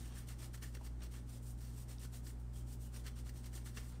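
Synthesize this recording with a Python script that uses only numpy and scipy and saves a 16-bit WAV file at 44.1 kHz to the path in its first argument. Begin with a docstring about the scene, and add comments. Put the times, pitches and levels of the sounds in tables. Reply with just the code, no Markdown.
"""A small, quiet room with an appliance humming; one microphone, close to a hand-held metal belt buckle.
A cloth is rubbed to and fro over the buckle, about eight strokes a second, each a soft hiss of fibres.
Where the cloth catches on the relief it rasps, lower and grainier, and the metal rings briefly.
Now and then the cloth squeaks, or the buckle shifts in the fingers with a small knock.
At this distance the direct sound leads and the room's reflections stay well behind it."""
import sys
import numpy as np
from scipy import signal
from scipy.fft import rfft, irfft
from scipy.io import wavfile

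SR = 44100
rng = np.random.default_rng(int(sys.argv[2]) if len(sys.argv) > 2 else 0)


def persist_wave(psi):
    """Save psi, clipped to +-1, as 16-bit WAV."""
    counts = np.round(np.clip(psi, -1, 1) * 32767).astype(np.int16)
    wavfile.write(sys.argv[1], SR, np.atleast_2d(counts).T)


N = 176400
TIME = np.arange(N) / SR
BIN_HZ = np.arange(N // 2 + 1) * SR / N


def from_db(db):
    """Decibels to gain."""
    return 10 ** (np.asarray(db) / 20)


def unit_rms(x):
    """Scale to an rms of 1."""
    return x / np.sqrt(np.mean(x ** 2) + 1e-20)


def colour(x, spectrum):
    """Filter a steady signal by a table of f/Hz, level/dB; rms 1."""
    hz, db = np.transpose(spectrum)
    gain = from_db(np.interp(np.log(np.maximum(BIN_HZ, 1)), np.log(hz), db))
    return unit_rms(irfft(rfft(x) * gain, N))


def drift(rate_hz):
    """Random wandering, mostly slower than rate_hz; rms 1."""
    return unit_rms(irfft(rfft(rng.standard_normal(N)) / (1 + (BIN_HZ / rate_hz) ** 2), N))


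def grains(per_s, spread_db):
    """Friction as tiny random clicks of uneven size."""
    sizes = from_db(spread_db * np.minimum(rng.exponential(1, N), 4))
    return sizes * rng.choice([-1, 1], N) * (rng.random(N) < per_s / SR)


def edge(t, width_s):
    """Smooth step from 0 to 1 around t = 0."""
    return .5 + .5 * np.tanh(t / (2 * width_s))


def around(start, length, margin_s=.06):
    """The samples near an event, and their time since its start."""
    span = slice(max(int((start - margin_s) * SR), 0), int((start + length + margin_s) * SR))
    return span, TIME[span] - start


def moving_contact(x, band_hz=591.5, waver_db=1.2, rate_hz=28, groups=5):
    """The colour shifts as the contact patch moves: interleaved bands waver on their own."""
    group, spectrum = (BIN_HZ // band_hz) % groups, rfft(x)
    bands = [irfft(spectrum * (group == k), N) for k in range(groups)]
    return unit_rms(sum(band * from_db(waver_db * drift(rate_hz)) for band in bands))


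def brightness_bands(x, pivot_hz=4400):
    """Split into lows, mids and highs: (octaves from the pivot, signal)."""
    octaves = np.log2(np.maximum(BIN_HZ, 1) / pivot_hz)
    centres, spectrum = [-1.5, 0, 1.5], rfft(x)
    return [(centre, irfft(spectrum * np.interp(octaves, centres, share), N))
            for centre, share in zip(centres, np.eye(3))]


# the appliance's tones at the microphone: f/Hz, rms level/dB
HUM_TONES = [(58.4, -48.5), (119.9, -53), (177, -74), (240.1, -66.5), (291, -77.5), (351, -79), (594, -85)]
# spectrum of the room air: f/Hz, relative level/dB
AIR_SPECTRUM = [(20, -6), (36, 3), (48, 3.5), (90, -4.5), (150, -4), (220, -5), (300, -9), (480, -17),
                (680, -22), (810, -19), (1000, -24.5), (1400, -26), (2500, -34.5), (4000, -37.5),
                (9000, -39.5), (11000, -50.5), (15700, -44)]


def room_tone(waver_db=1.33, waver_hz=4.4, air_db=-58):
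    """Motor and mains hum, slightly wavering, over soft room air."""
    hum = 0
    for hz, db in HUM_TONES:
        amplitude = np.sqrt(2) * from_db(db + waver_db * drift(waver_hz))
        hum += amplitude * np.sin(2 * np.pi * (hz * TIME + rng.random()))
    return hum + from_db(air_db) * colour(rng.standard_normal(N), AIR_SPECTRUM)


# strokes of the cloth: start t/s, length/s, relative level/dB, swell start to end/dB, tilt/(dB/octave)
CLOTH_STROKES = [ (-.02, 0.13, -60.5, -3, -1.5), (0.103, 0.07, -62, 0, -6), (.153, 0.061, -58.5, -2, 2),
                 (.2, 0.048, -65.5, -4, 0), (0.275, 0.057, -55.5, 2, -1.5),
                 (0.385, 0.084, -54.5, 2.5, -1.5), (0.542, 0.031, -57, -16, 0),
                 (0.626, 0.086, -60.5, -19, -0.5), (0.725, 0.034, -59, 7, -1.5),
                 (0.802, 0.046, -65.5, 0, -4), (0.836, 0.043, -57.5, 0, 0.5), (.885, 0.037, -79, -4, -4),
                 (1.001, 0.063, -60.5, 2, -6), (1.116, 0.085, -59.5, -3.5, -1.5),
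                 (1.279, 0.1, -60, 2.5, -1), (1.425, 0.096, -62.5, 5.5, 2.5), (1.576, 0.15, -64.5, 1, -0.5),
                 (1.722, .108, -62, 11, .5), (1.889, 0.085, -60, -14.5, -1.5), (1.992, 0.066, -56, 10, -1),
                 (2.127, .064, -56.5, -1, 0), (2.24, 0.077, -59, 1, 1), (2.393, 0.033, -72.5, 0, 3),
                 (2.531, 0.084, -62.5, 4, .5), (2.67, 0.078, -60.5, 6.5, .5),
                 (2.805, 0.094, -63.5, -7, 1.5), (2.935, 0.083, -57.5, -8, -1.5),
                 (3.044, 0.071, -59.5, -6, -3.5), (3.16, .054, -58, 0, -3.5), (3.25, 0.047, -58.5, 4, -2),
                 (3.346, 0.075, -62.5, -4, -1), (3.423, 0.057, -60.5, 11, -2.5),
                 (3.526, 0.056, -54, 9, -0.5), (3.6, .04, -65.5, 1, -4), (3.654, 0.06, -58.5, -13, 0),
                 (3.743, 0.075, -56.5, 4, -2), (3.822, 0.067, -62.5, 4, 0), (3.873, 0.056, -64, -1, 0.5),
                 (3.912, 0.072, -67.5, 0, -7)]
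# spectrum of the sliding fibres, heard close: f/Hz, relative level/dB
FIBRE_SPECTRUM = [(300, -4), (900, -7.5), (1600, -9.5), (2300, -10), (3150, -7), (3800, -6.5), (4500, -6),
                  (5800, -4.5), (6600, -5.5), (7600, -2.5), (9050, 0.5), (10000, -5.5), (11000, -11.5),
                  (13300, -5.5), (15700, -7.5)]


def cloth_strokes(gain_db=-1, resting_db=-79.5, rise_s=.0063, fall_s=.01, arch_db=1):
    """Fibres slide over the metal, swelling with each stroke and nearly resting at the turns."""
    fibres = colour(grains(per_s=16000, spread_db=3.5), FIBRE_SPECTRUM)
    hiss = 0
    for octaves, band in brightness_bands(moving_contact(fibres)):
        power = np.full(N, from_db(resting_db) ** 2)
        for start, length, db, swell_db, tilt in CLOTH_STROKES:
            span, t = around(start, length)
            travel = np.clip(t / length, 0, 1) - .5
            slowing_db = arch_db * (2 * travel) ** 2  # a stroke is fastest in the middle
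            level = from_db(db + swell_db * travel - slowing_db + tilt * octaves)
            power[span] += (level * edge(t, rise_s) * edge(length - t, fall_s)) ** 2
        hiss += np.sqrt(power) * band
    pressure_db = 1.38 * drift(rate_hz=52)
    return hiss * from_db(gain_db + pressure_db)


# modes of the hand-damped buckle: f/Hz, width/Hz, relative level/dB
BUCKLE_MODES = [(1422, 60, -10.5), (1788, 39, 6.5), (2000, 41, -5), (2710, 50, -2), (2876, 33, -4),
                (3180, 29, -10.5), (3460, 35, 4.5), (4190, 45, -4.5), (4980, 57, -5), (5600, 88, 5.5),
                (5870, 88, -3), (9200, 200, -13)]


def buckle_ring(friction, gain_db=-6.5):
    """The buckle's modes ring briefly under the friction."""
    return sum(from_db(gain_db + db) * resonance(friction, hz, width) for hz, width, db in BUCKLE_MODES)


def resonance(x, hz, width_hz):
    """One resonance with a gain of 1 at its top."""
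    radius = np.exp(-np.pi * width_hz / SR)
    feedforward = (1 - radius ** 2) / 2 * np.array([1, 0, -1])
    feedback = [1, -2 * radius * np.cos(2 * np.pi * hz / SR), radius ** 2]
    return signal.lfilter(feedforward, feedback, x + 1e-18)


# the cloth catches on the relief: peak t/s, relative level/dB, decay/s, tilt/(dB/octave)
RELIEF_CATCHES = [ (.01, -64.5, 0.29, -1.5), (0.162, -61, 0.055, -5), (.289, -49.5, .006, 3),
                  (0.297, -57.5, 0.037, -3), (0.392, -62, 0.014, 1), (0.421, -68, 0.031, -8.5),
                  (0.545, -51, 0.012, -0.2), (0.576, -58.5, 0.011, 1.5), (0.625, -53.5, .01, -1),
                  (0.632, -51, 0.018, 1.5), (0.658, -61, 0.027, -3), (0.751, -49.5, 0.0088, 1.5),
                  (.771, -54, 0.0049, -2), (0.85, -53.5, 0.0072, 2), (0.866, -53.5, .012, 1),
                  (1.023, -52, 0.0053, -2.5), (1.032, -53.5, 0.021, 4), (1.061, -58, 0.0083, 1),
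                  (1.139, -62, 0.044, -5), (1.608, -61, 0.097, 3.5), (1.906, -62, 0.037, 0),
                  (2.022, -66, 0.015, -6), (2.05, -52, 0.0069, -1.5), (2.144, -54, 0.0086, 1),
                  (2.155, -62, 0.017, 3), (2.27, -49.5, 0.0065, 1.5), (2.289, -63.5, 0.0071, -5),
                  (2.305, -64, .006, -6), (2.727, -61, 0.016, 7.5), (2.943, -59, .015, 4.5),
                  (2.962, -52, 0.0083, 0.5), (3.059, -56, .008, -2), (3.067, -46.5, 0.017, 0.8),
                  (3.081, -48.5, 0.0072, -0.5), (3.19, -56.5, 0.016, 1.5), (3.265, -58, 0.016, 0),
                  (3.294, -52.5, 0.0084, 2.5), (3.363, -64, 0.042, 3), (3.445, -56, 0.0044, -1),
                  (3.46, -53, .015, 2.5), (3.532, -58, 0.037, 1.5), (3.579, -57.5, 0.0078, -4.5),
                  (3.662, -55.5, .008, -4), (3.673, -56.5, 0.014, -2.5), (3.693, -60, 0.033, 1),
                  (3.753, -59, 0.0044, 0), (3.767, -52, 0.0087, 2), (3.774, -45.5, .013, -1.7),
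                  (3.8, -65, 0.069, -6)]
# spectrum of the rasp on the hand-damped metal: f/Hz, relative level/dB
RASP_SPECTRUM = [(250, -3), (420, 1), (680, -11), (900, -15), (1100, -2.5), (1450, -1), (1950, -1),
                 (2200, -1.5), (2520, -8), (2780, -1.5), (3200, -4.5), (3700, -10), (4400, -1.5),
                 (5150, -6.5), (6000, -4.5), (6800, -11.5), (7700, -8), (8800, -5), (10800, -19),
                 (14000, -10)]


def cloth_catches(gain_db=-4, rise_s=.0035):
    """The weave snags and lets go in a dying run of tiny slips."""
    slips = colour(grains(per_s=4000, spread_db=-1), RASP_SPECTRUM)
    rasp = 0
    for octaves, band in brightness_bands(moving_contact(slips)):
        power = np.zeros(N)
        for peak_s, db, decay_s, tilt in RELIEF_CATCHES:
            span, t = around(peak_s, 10 * decay_s)
            width_s = np.where(t < 0, rise_s, decay_s)
            envelope = np.exp(-np.abs(t / width_s) ** 1.5)  # the slips hold on, then stop quickly
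            power[span] += (from_db(db + tilt * octaves) * envelope) ** 2
        rasp += np.sqrt(power) * band
    return from_db(gain_db) * rasp


# faint squeaks of the cloth on smooth metal: middle t/s, length/s, level/dB, f/Hz
CLOTH_SQUEAKS = [(0.29, .008, -65, 2900), (.546, 0.013, -58.5, 1570), (0.64, .035, -58.5, 1770),
                 (.755, 0.0096, -61, 1950), (1.024, 0.0071, -60, 2890), (2.27, 0.015, -65, 5000),
                 (2.56, 0.037, -73, 3180), (2.606, 0.026, -73, 3170), (2.87, 0.066, -78, 2910),
                 (3.078, 0.024, -61.5, 3020)]


def cloth_squeaks(width_hz=400):
    """The slips briefly fall into step and give a breathy pitch."""
    squeaks = np.zeros(N)
    for middle_s, length, db, hz in CLOTH_SQUEAKS:
        span, t = around(middle_s - length, 2 * length)
        noise = rng.standard_normal(SR // 2)
        tone = unit_rms(resonance(resonance(noise, hz, width_hz), hz, width_hz))
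        envelope = np.exp(-np.minimum((2 * (t - length) / length) ** 2, 20))
        squeaks[span] += from_db(db) * tone[:len(t)] * envelope
    return squeaks


# the buckle shifts in the fingers: t/s, level per mode/dB, f/Hz, t60/s
BUCKLE_KNOCKS = [(0.766, -49, 404, 0.05), (.811, -52.5, 827, 0.036), (1.895, -59, 452, 0.089),
                 (1.984, -50.5, 4830, 0.006)]
# the close modes of a knock: ratio to its f
KNOCK_MODE_RATIOS = [0.78, 1, 1.15]


def buckle_knocks():
    """Each knock rings a few close modes that the hand damps at once."""
    knocks = np.zeros(N)
    for start, db, hz, t60 in BUCKLE_KNOCKS:
        t = np.maximum(TIME - start, 0)
        modes = sum(rng.uniform(.85, 1) * np.sin(2 * np.pi * (hz * ratio * t + rng.random()))
                    for ratio in KNOCK_MODE_RATIOS)
        attack = 1 - np.exp(-t * hz)
        decay = np.exp(-np.minimum(np.log(1000) * t / t60, 20))
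        knocks += from_db(db) * modes * attack * decay
    return knocks


def room_reflections(direct, gain_db=-11.5, t60_s=.34, delay_s=.004):
    """The small room's diffuse reflections reach the microphone just after the direct sound."""
    t = TIME[:SR // 2]
    tail = rng.standard_normal(len(t)) * np.exp(-np.log(1000) * t / t60_s) * (t > delay_s)
    tail /= np.sqrt(np.sum(tail ** 2))
    return from_db(gain_db) * signal.fftconvolve(direct, tail)[:N]


def scene():
    """At the microphone, in mono: the polishing up close, its reflections and the room tone."""
    hiss, rasp = cloth_strokes(), cloth_catches()
    ring = buckle_ring(rasp + from_db(-10) * hiss)  # sliding stirs the metal less than catching
    polishing = hiss + rasp + ring + cloth_squeaks() + buckle_knocks()
    return (polishing + room_reflections(polishing) + room_tone())[None]


def record(dry, rolloff_hz=15000, cutoff_hz=15650):
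    """The top of the microphone's signal rolls off softly, then is cut steeply."""
    softened = signal.sosfilt(signal.butter(3, rolloff_hz, fs=SR, output="sos"), dry)
    return signal.sosfilt(signal.ellip(12, .1, 80, cutoff_hz, fs=SR, output="sos"), softened)


dry = scene()
out = record(dry)
persist_wave(out)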